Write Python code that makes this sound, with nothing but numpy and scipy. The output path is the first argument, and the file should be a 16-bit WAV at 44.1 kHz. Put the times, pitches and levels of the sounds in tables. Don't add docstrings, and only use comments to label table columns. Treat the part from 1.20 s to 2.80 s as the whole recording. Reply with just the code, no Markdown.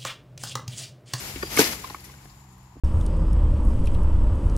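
import sys
import numpy as np
from scipy import signal
from scipy.fft import rfft, irfft, next_fast_len
from scipy.io import wavfile
from scipy.ndimage import map_coordinates

SR = 44100
rng = np.random.default_rng(int(sys.argv[2]) if len(sys.argv) > 2 else 0)


def transcribe(signal):
    frames = np.atleast_2d(signal).T
    limited = np.clip(frames, -1, 1)
    pcm = np.round(limited * 32767).astype(np.int16)
    wavfile.write(sys.argv[1], SR, pcm)


def gain_from_db(level_db):
    decades = np.asarray(level_db, float) / 20
    return 10 ** decades


N = 70560

# (time [s], level [dB])
RUSTLE_LEVEL = [(0, -41), (.098, -41), (.142, -46), (.3, -45), (.313, -37.5), (.36, -35.5), (.385, -26.5),
                (.393, -21), (.45, -29.5), (.508, -38), (.528, -35), (.57, -44), (.78, -53), (.94, -56),
                (.97, -59), (1.13, -62.5), (1.27, -66.5), (1.6, -70)]
# (frequency [Hz], likeness, clipped to 0 to 1)
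FROND_ALIKE = [(60, 0.1), (240, -2.2), (950, 0.74), (3770, -0.12), (15000, 0.029)]
# (frequency [Hz], likeness [0 to 1])
FAR_ALIKE = [(60, 0.75), (380, 0.54), (2380, 0.16), (15000, 0.04)]
FROND_LEAD_S = 0.00019


def unit(x):
    return x / np.sqrt(np.mean(x ** 2) + 1e-20)


def along(points, hz):
    f, v = np.transpose(points)
    return np.interp(np.log(hz + 1), np.log(f + 1), v)


def closed(points):
    return [(points[0][0] / 2, -120), *points, (points[-1][0] * 2, -120)]


def curve(rows):
    return np.interp(np.arange(N) / SR, *np.transpose(rows))


def wobble(rate):
    knots = rng.standard_normal(int(N * rate / SR) + 4)
    return map_coordinates(knots, [np.arange(N) * rate / SR])


def filtered(x, response):
    m = next_fast_len(x.shape[-1] + SR // 4)
    return irfft(rfft(x, m) * response(np.fft.rfftfreq(m, 1 / SR)), m)[..., :x.shape[-1]]


def spread(pair, spectrum, alike, lead_s=0):
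    # (frequency [Hz], level difference [dB])
    left_lean = [(60, 27.5), (380, 1.5), (2380, 5.5), (15000, 5.5)]

    def sides(hz):
        lean = gain_from_db(along(left_lean, hz) * np.c_[[.5, -.5]])
        return lean * np.exp(1j * np.pi * hz * lead_s * np.c_[[1, -1]])

    def shared_and_opposite(hz):
        angle = np.arccos(np.clip(along(alike, hz), 0, 1)) / 2
        return gain_from_db(along(closed(spectrum), hz)) * [np.cos(angle), np.sin(angle)]

    a, b = filtered(pair, shared_and_opposite)
    return filtered(np.array([a + b, a - b]), sides)


def engine():
    # (time [s], level [dB])
    engine_level = [(0.0, -41.5), (0.254, -39.5), (0.726, -49.5), (1.256, -51), (1.6, -49)]
    # (frequency [Hz], width [Hz], level [dB])
    pipe_modes = [(58, 15.6, 0), (138, 35, 2.5), (193, 76, -5.5), (290, 63, -24.5)]
    # (frequency [Hz], density [dB per Hz])
    rasp_color = [(500, -40), (750, -22), (950, -21), (1150, -27.5), (1500, -63)]
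    # (frequency [Hz], density [dB per Hz])
    rumble_color = [(13, -36), (22, -32), (49, 3.5), (120, -6.5), (160, -23), (260, -120)]
    firing_hz, jitter, pulse_spread_db = 65, .07, 2.5
    rumble_db, rasp_db = -1.5, -14

    def pipe(f):
        total = 0
        for k, (center, width, db) in enumerate(pipe_modes):
            mode = 1j * f * width / (center * center - f * f + 1j * f * width)
            total = total + (-1) ** k * gain_from_db(db) * mode
        return total / (1 + (f / 450) ** 4)

    phase = np.cumsum(firing_hz * (1 + jitter * wobble(20))) / SR
    firing = np.diff(np.floor(phase), prepend=0) > 0
    hum = unit(filtered(firing * gain_from_db(pulse_spread_db * wobble(60.6)), pipe))
    gate = 1 + .5 * np.cos(2 * np.pi * phase)
    rasp = unit(spread(gate * rng.standard_normal((2, N)), rasp_color, FAR_ALIKE))
    low = filtered(rng.standard_normal(N), lambda f: gain_from_db(along(closed(rumble_color), f)))
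    rumble = unit(gain_from_db(wobble(8.0)) * low)
    level_db = curve(engine_level)
    hum_db = (level_db + 2 * level_db[-1]) / 3 - 1.0
    return gain_from_db(hum_db) * hum + gain_from_db(level_db + rumble_db) * rumble + gain_from_db(level_db[-1] + rasp_db) * rasp


def grove_floor():
    # (frequency [Hz], density [dB per Hz])
    air_color = [(180, -38), (300, 6.5), (553, -17), (971, 3.5), (1370, -6.5), (5790, -20.5), (6840, -44),
                 (15600, -31)]
    # (frequency [Hz], density [dB per Hz])
    insect_color = [(6000, -37), (6600, -7), (7100, 0), (7500, -5), (8100, -30)]
    air_db, insect_db, fade_db_per_s = -60.5, -69, -10.5
    air = unit(spread(rng.standard_normal((2, N)), air_color, FAR_ALIKE))
    insects = unit(spread(rng.standard_normal((2, N)), insect_color, FAR_ALIKE))
    fade_db = fade_db_per_s * (np.arange(N) / SR - 1.65)
    return gain_from_db(air_db) * air + gain_from_db(insect_db + fade_db + 1.7 * wobble(30.6)) * insects


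def frond():
    # (frequency [Hz], density [dB per Hz])
    leaf_color = [(120, -3), (250, 1.5), (1380, -4.5), (1880, -2), (2060, 0), (2390, -2), (9550, -7.5),
                  (12100, -7), (15600, -1.5)]
    grain_db, grain_spread_db, grain_s, flutter_db = -5, 4, .0012, .6
    sizes = gain_from_db(grain_spread_db * wobble(1 / grain_s))
    rub, tick = rng.standard_normal((2, 2, N))
    grainy = rub + gain_from_db(grain_db) * unit(sizes * tick)
    rustle = unit(spread(grainy, leaf_color, FROND_ALIKE, FROND_LEAD_S))
    flutter = flutter_db * (wobble(25.4) + wobble(69.9))
    return gain_from_db(curve(RUSTLE_LEVEL) + 5.5 + flutter) * rustle


def slaps():
    # (time [s], level [dB rms], center [Hz], 60 dB decay [s], width [octaves])
    slap_list = [(.09, -50, 9000, .05, .5), (.157, -38, 2470, 0.14, 0.76), (.367, -20, 9000, 0.026, .5),
                 (.319, -37, 2380, 0.033, 0.58), (.373, -36, 5200, .02, .3),
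                 (0.3729, -33, 1700, 0.041, 0.68), (.387, -17, 5550, 0.018, 1),
                 (0.3924, -6, 6460, 0.0099, 0.95), (.3985, -21, 5100, 0.028, 0.19),
                 (.401, -21, 2500, .03, .5), (.431, -26, 1900, .03, .4), (.442, -18.5, 4700, .014, .4),
                 (.448, -29, 5000, .04, .3), (.522, -43, 6000, 0.13, .6), (.645, -39.5, 3160, 0.062, 0.54),
                 (0.7003, -36, 4070, .018, 0.3), (.799, -44, 4800, 0.024, 0.17),
                 (.806, -40, 11500, .016, .5), (.841, -38, 9000, .025, 1.1), (.845, -45, 11500, .11, .5),
                 (.848, -48, 5500, .09, .5), (1.02, -55, 9000, .04, .8), (1.045, -54, 10000, .16, .6),
                 (1.056, -47, 2000, .02, 1.3), (1.095, -56, 4600, .16, .25), (1.248, -62, 12000, .02, .6),
                 (1.325, -60, 11000, 0.055, 0.45), (1.38, -60, 11500, .05, .5), (1.43, -61, 12200, .05, .5)]
    out, t = np.zeros((2, N + SR)), np.arange(SR // 5) / SR
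    for s, db, hz, t60, octaves in slap_list:
        band = [(hz / 2 ** (3 * octaves), -30), (hz / 2 ** octaves, -6), (hz, 0),
                (hz * 2 ** octaves, -6), (hz * 2 ** (2 * octaves), -20)]
        puff = unit(spread(rng.standard_normal((2, len(t))), band, FROND_ALIKE, FROND_LEAD_S))
        onset = 1 - np.exp(-t / 0.00023)
        out[:, round(s * SR):][:, :len(t)] += gain_from_db(db - 60 * t / t60) * onset * puff
    return out[:, :N]


def knocks():
    # (time [s], peak [dB], pitch [Hz], 60 dB
    # decay [s], left over right [dB])
    stalk_knocks = [(0.158, -38, 357, 0.071, 1), (0.16, -36, 268, 0.061, 8), (0.225, -26, 1810, 0.036, 6),
                    (.2275, -29, 2440, 0.024, 5), (0.228, -27, 1132, 0.026, -3),
                    (0.2305, -26, 1440, 0.019, 7.5), (.2305, -22, 560, 0.025, 2),
                    (0.2309, -20.5, 388, 0.04, -4), (.236, -30.5, 329, 0.075, -1),
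                    (0.3728, -22, 1200, 0.045, 3), (.373, -25.5, 297, 0.044, 0),
                    (0.388, -10.5, 1547, 0.024, 3.5), (.391, -17.5, 961, 0.031, 0),
                    (.402, -25, 818, 0.047, 2), (.3718, -13.5, 2200, .026, 1), (.3903, -9, 430, .055, 3),
                    (.3922, -16.5, 298, .08, -3), (.394, -16, 205, .04, 0), (0.413, -22.5, 294, 0.036, 14),
                    (.415, -24, 453, 0.028, 3), (.426, -28.5, 514, .03, 0), (.441, -25.5, 335, 0.027, -3),
                    (0.529, -31, 1470, 0.02, 13.5), (.538, -44, 2190, 0.028, 8.5),
                    (.642, -23.5, 1052, 0.027, 0), (.6455, -25.5, 1153, 0.02, 8.5),
                     (0.675, -36, 1390, 0.027, 6), (0.7, -28.5, 1040, 0.021, 0),
                     (0.702, -32.5, 837, 0.029, 2), (0.707, -35.5, 392, 0.018, -5),
                     (0.704, -35, 1870, 0.023, 4), (.727, -45, 714, 0.018, 9),
                     (.7455, -15.5, 1130, .011, -1), (.7468, -33, 2200, .015, 1),
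                     (.7505, -33, 1250, .014, 0), (.747, -40, 330, .03, 0), (.807, -48, 2800, .012, 4),
                     (.841, -46, 1960, 0.047, 6.5), (0.896, -41, 1070, 0.025, -3.5),
                     (.897, -45, 2110, .02, 1), (0.938, -43, 1540, 0.027, 4), (.985, -45, 2300, .015, 2),
                     (1.005, -48.5, 884, 0.06, -3), (1.011, -49, 1500, 0.016, 2),
                     (1.054, -41, 745, 0.019, 4), (1.055, -42, 344, 0.016, 8), (1.056, -41, 1690, .012, 0),
                     (1.556, -47, 316.4, 0.076, 0), (1.567, -34.5, 290, 0.027, -5)]
    # (frequency over pitch [ratio], level [dB])
    wood_modes = [(.55, -26), (.8, -14), (1, 0), (1.2, -14), (1.42, -16), (1.95, -18), (3.6, -28)]
    rise_s, crunch_db, crunch_over_pitch, lead_s_per_db = .0013, -16, 2.2, .00005
    out, time = np.zeros((2, N + SR)), np.arange(SR // 4) / SR
    for s, db, hz, t60, pan_db in stalk_knocks:
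        delay = lead_s_per_db * np.clip(pan_db * np.c_[[-1, 1]], 0, None)
        t = np.clip(time - delay, 0, None)
        ring = 0
        for ratio, level in wood_modes:
            decay = gain_from_db(level - 60 * t / t60 * ratio ** .5)
            ring = ring + decay * np.sin(2 * np.pi * hz * ratio * t)
        b, a = signal.butter(2, crunch_over_pitch * hz, fs=SR)
        fibers = unit(signal.lfilter(b, a, rng.standard_normal(t.shape)))
        crunch = gain_from_db(crunch_db - 60 * t / t60) * fibers
        swell = 1 - np.exp(-(t / rise_s) ** 2)
        gain = gain_from_db(db + 3.0 + pan_db * np.c_[[.5, -.5]])
        out[:, round(s * SR):][:, :len(time)] += gain * swell * (ring + crunch)
    return out[:, :N]


def chisel():
    # (time [s], level [dB])
    touches = [
        (.2265, 0),
        (.3225, -6),
    ]
    # (frequency [Hz], level [dB], 60 dB decay [s])
    steel_modes = [(4797, -38, .33), (4822, -41, .35), (3257, -49, .5), (3280, -52, .4), (6659, -56, .2)]
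    ring = 0
    for s, tap_db in touches:
        t = np.clip(np.arange(N) / SR - s, 0, None)
        onset = 1 - np.exp(-t / 0.0016)
        for hz, db, t60 in steel_modes:
            ring = ring + gain_from_db(tap_db + db - 60 * t / t60) * np.sin(2 * np.pi * hz * t) * onset
    return ring


def grove(x):
    # (frequency [Hz], 60 dB decay [s])
    grove_decay = [(200, 0.12), (1000, 0.11), (3000, 0.12), (10000, 0.056)]
    hz, t, z = signal.stft(rng.standard_normal((2, SR // 2)), SR, nperseg=256)
    fading = z * gain_from_db(-60 * t / along(grove_decay, hz)[:, None])
    tail = signal.istft(fading, SR, nperseg=256)[1]
    tail = tail / np.linalg.norm(tail[0])
    late = np.pad(x, (200, 0))[None]
    echo = signal.fftconvolve(late, tail, axes=1)[:, :N]
    return echo[0] + filtered(echo - echo[0], lambda f: 1 / (1 + (700 / (f + 1)) ** 2))


def litter():
    # (frequency [Hz], density [dB per Hz])
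    soil_color = [(170, 6.5), (300, 9), (500, 1.5), (1000, -13), (1600, -5.5), (2500, -10)]
    scrape_db, grows, lump_db = -35.5, 0.84, 2.5
    landed = np.clip((np.arange(N) / SR - .385) / .01, 0, 1)
    lumpy = gain_from_db(lump_db * wobble(60.1)) * rng.standard_normal((2, N))
    scrape = unit(spread(lumpy, soil_color, FROND_ALIKE, FROND_LEAD_S))
    return landed * gain_from_db(scrape_db + grows * (curve(RUSTLE_LEVEL) + 28.5)) * scrape


def scene():
    background = engine() + grove_floor()
    leaves = frond() + slaps()
    hits = knocks() + chisel()
    echo = gain_from_db(-18) * grove(hits.mean(0))
    return background + leaves + hits + echo + litter()


def low_pass(x):
    return signal.sosfilt(signal.butter(12, 15780, fs=SR, output="sos"), x)


def record(dry):
    # (frequency [Hz], gain [dB])
    mic_color = [(2500, 1), (3600, -1), (5000, 2.5), (7000, 1), (8800, -2.5), (11500, 3), (14000, -5),
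                 (15800, -13.5)]
    mono_below_hz, low_cut_hz, ceiling, top_hz = 720, 42, .9, 15780

    def color(hz):
        low_cut = (1j * hz / (low_cut_hz + 1j * hz)) ** 2
        return gain_from_db(along(mic_color, hz)) * low_cut

    mid, side = (dry[0] + dry[1]) / 2, (dry[0] - dry[1]) / 2
    side = filtered(side, lambda hz: 1 - .75 / (1 + (hz / mono_below_hz) ** 4))
    x = filtered(np.array([mid + side, mid - side]), color)
    x = x / (1 + np.abs(x / ceiling) ** 6) ** (1 / 6)
    mix = filtered(x, lambda hz: hz < top_hz)
    return low_pass(mix)


dry = scene()
out = record(dry)
transcribe(out)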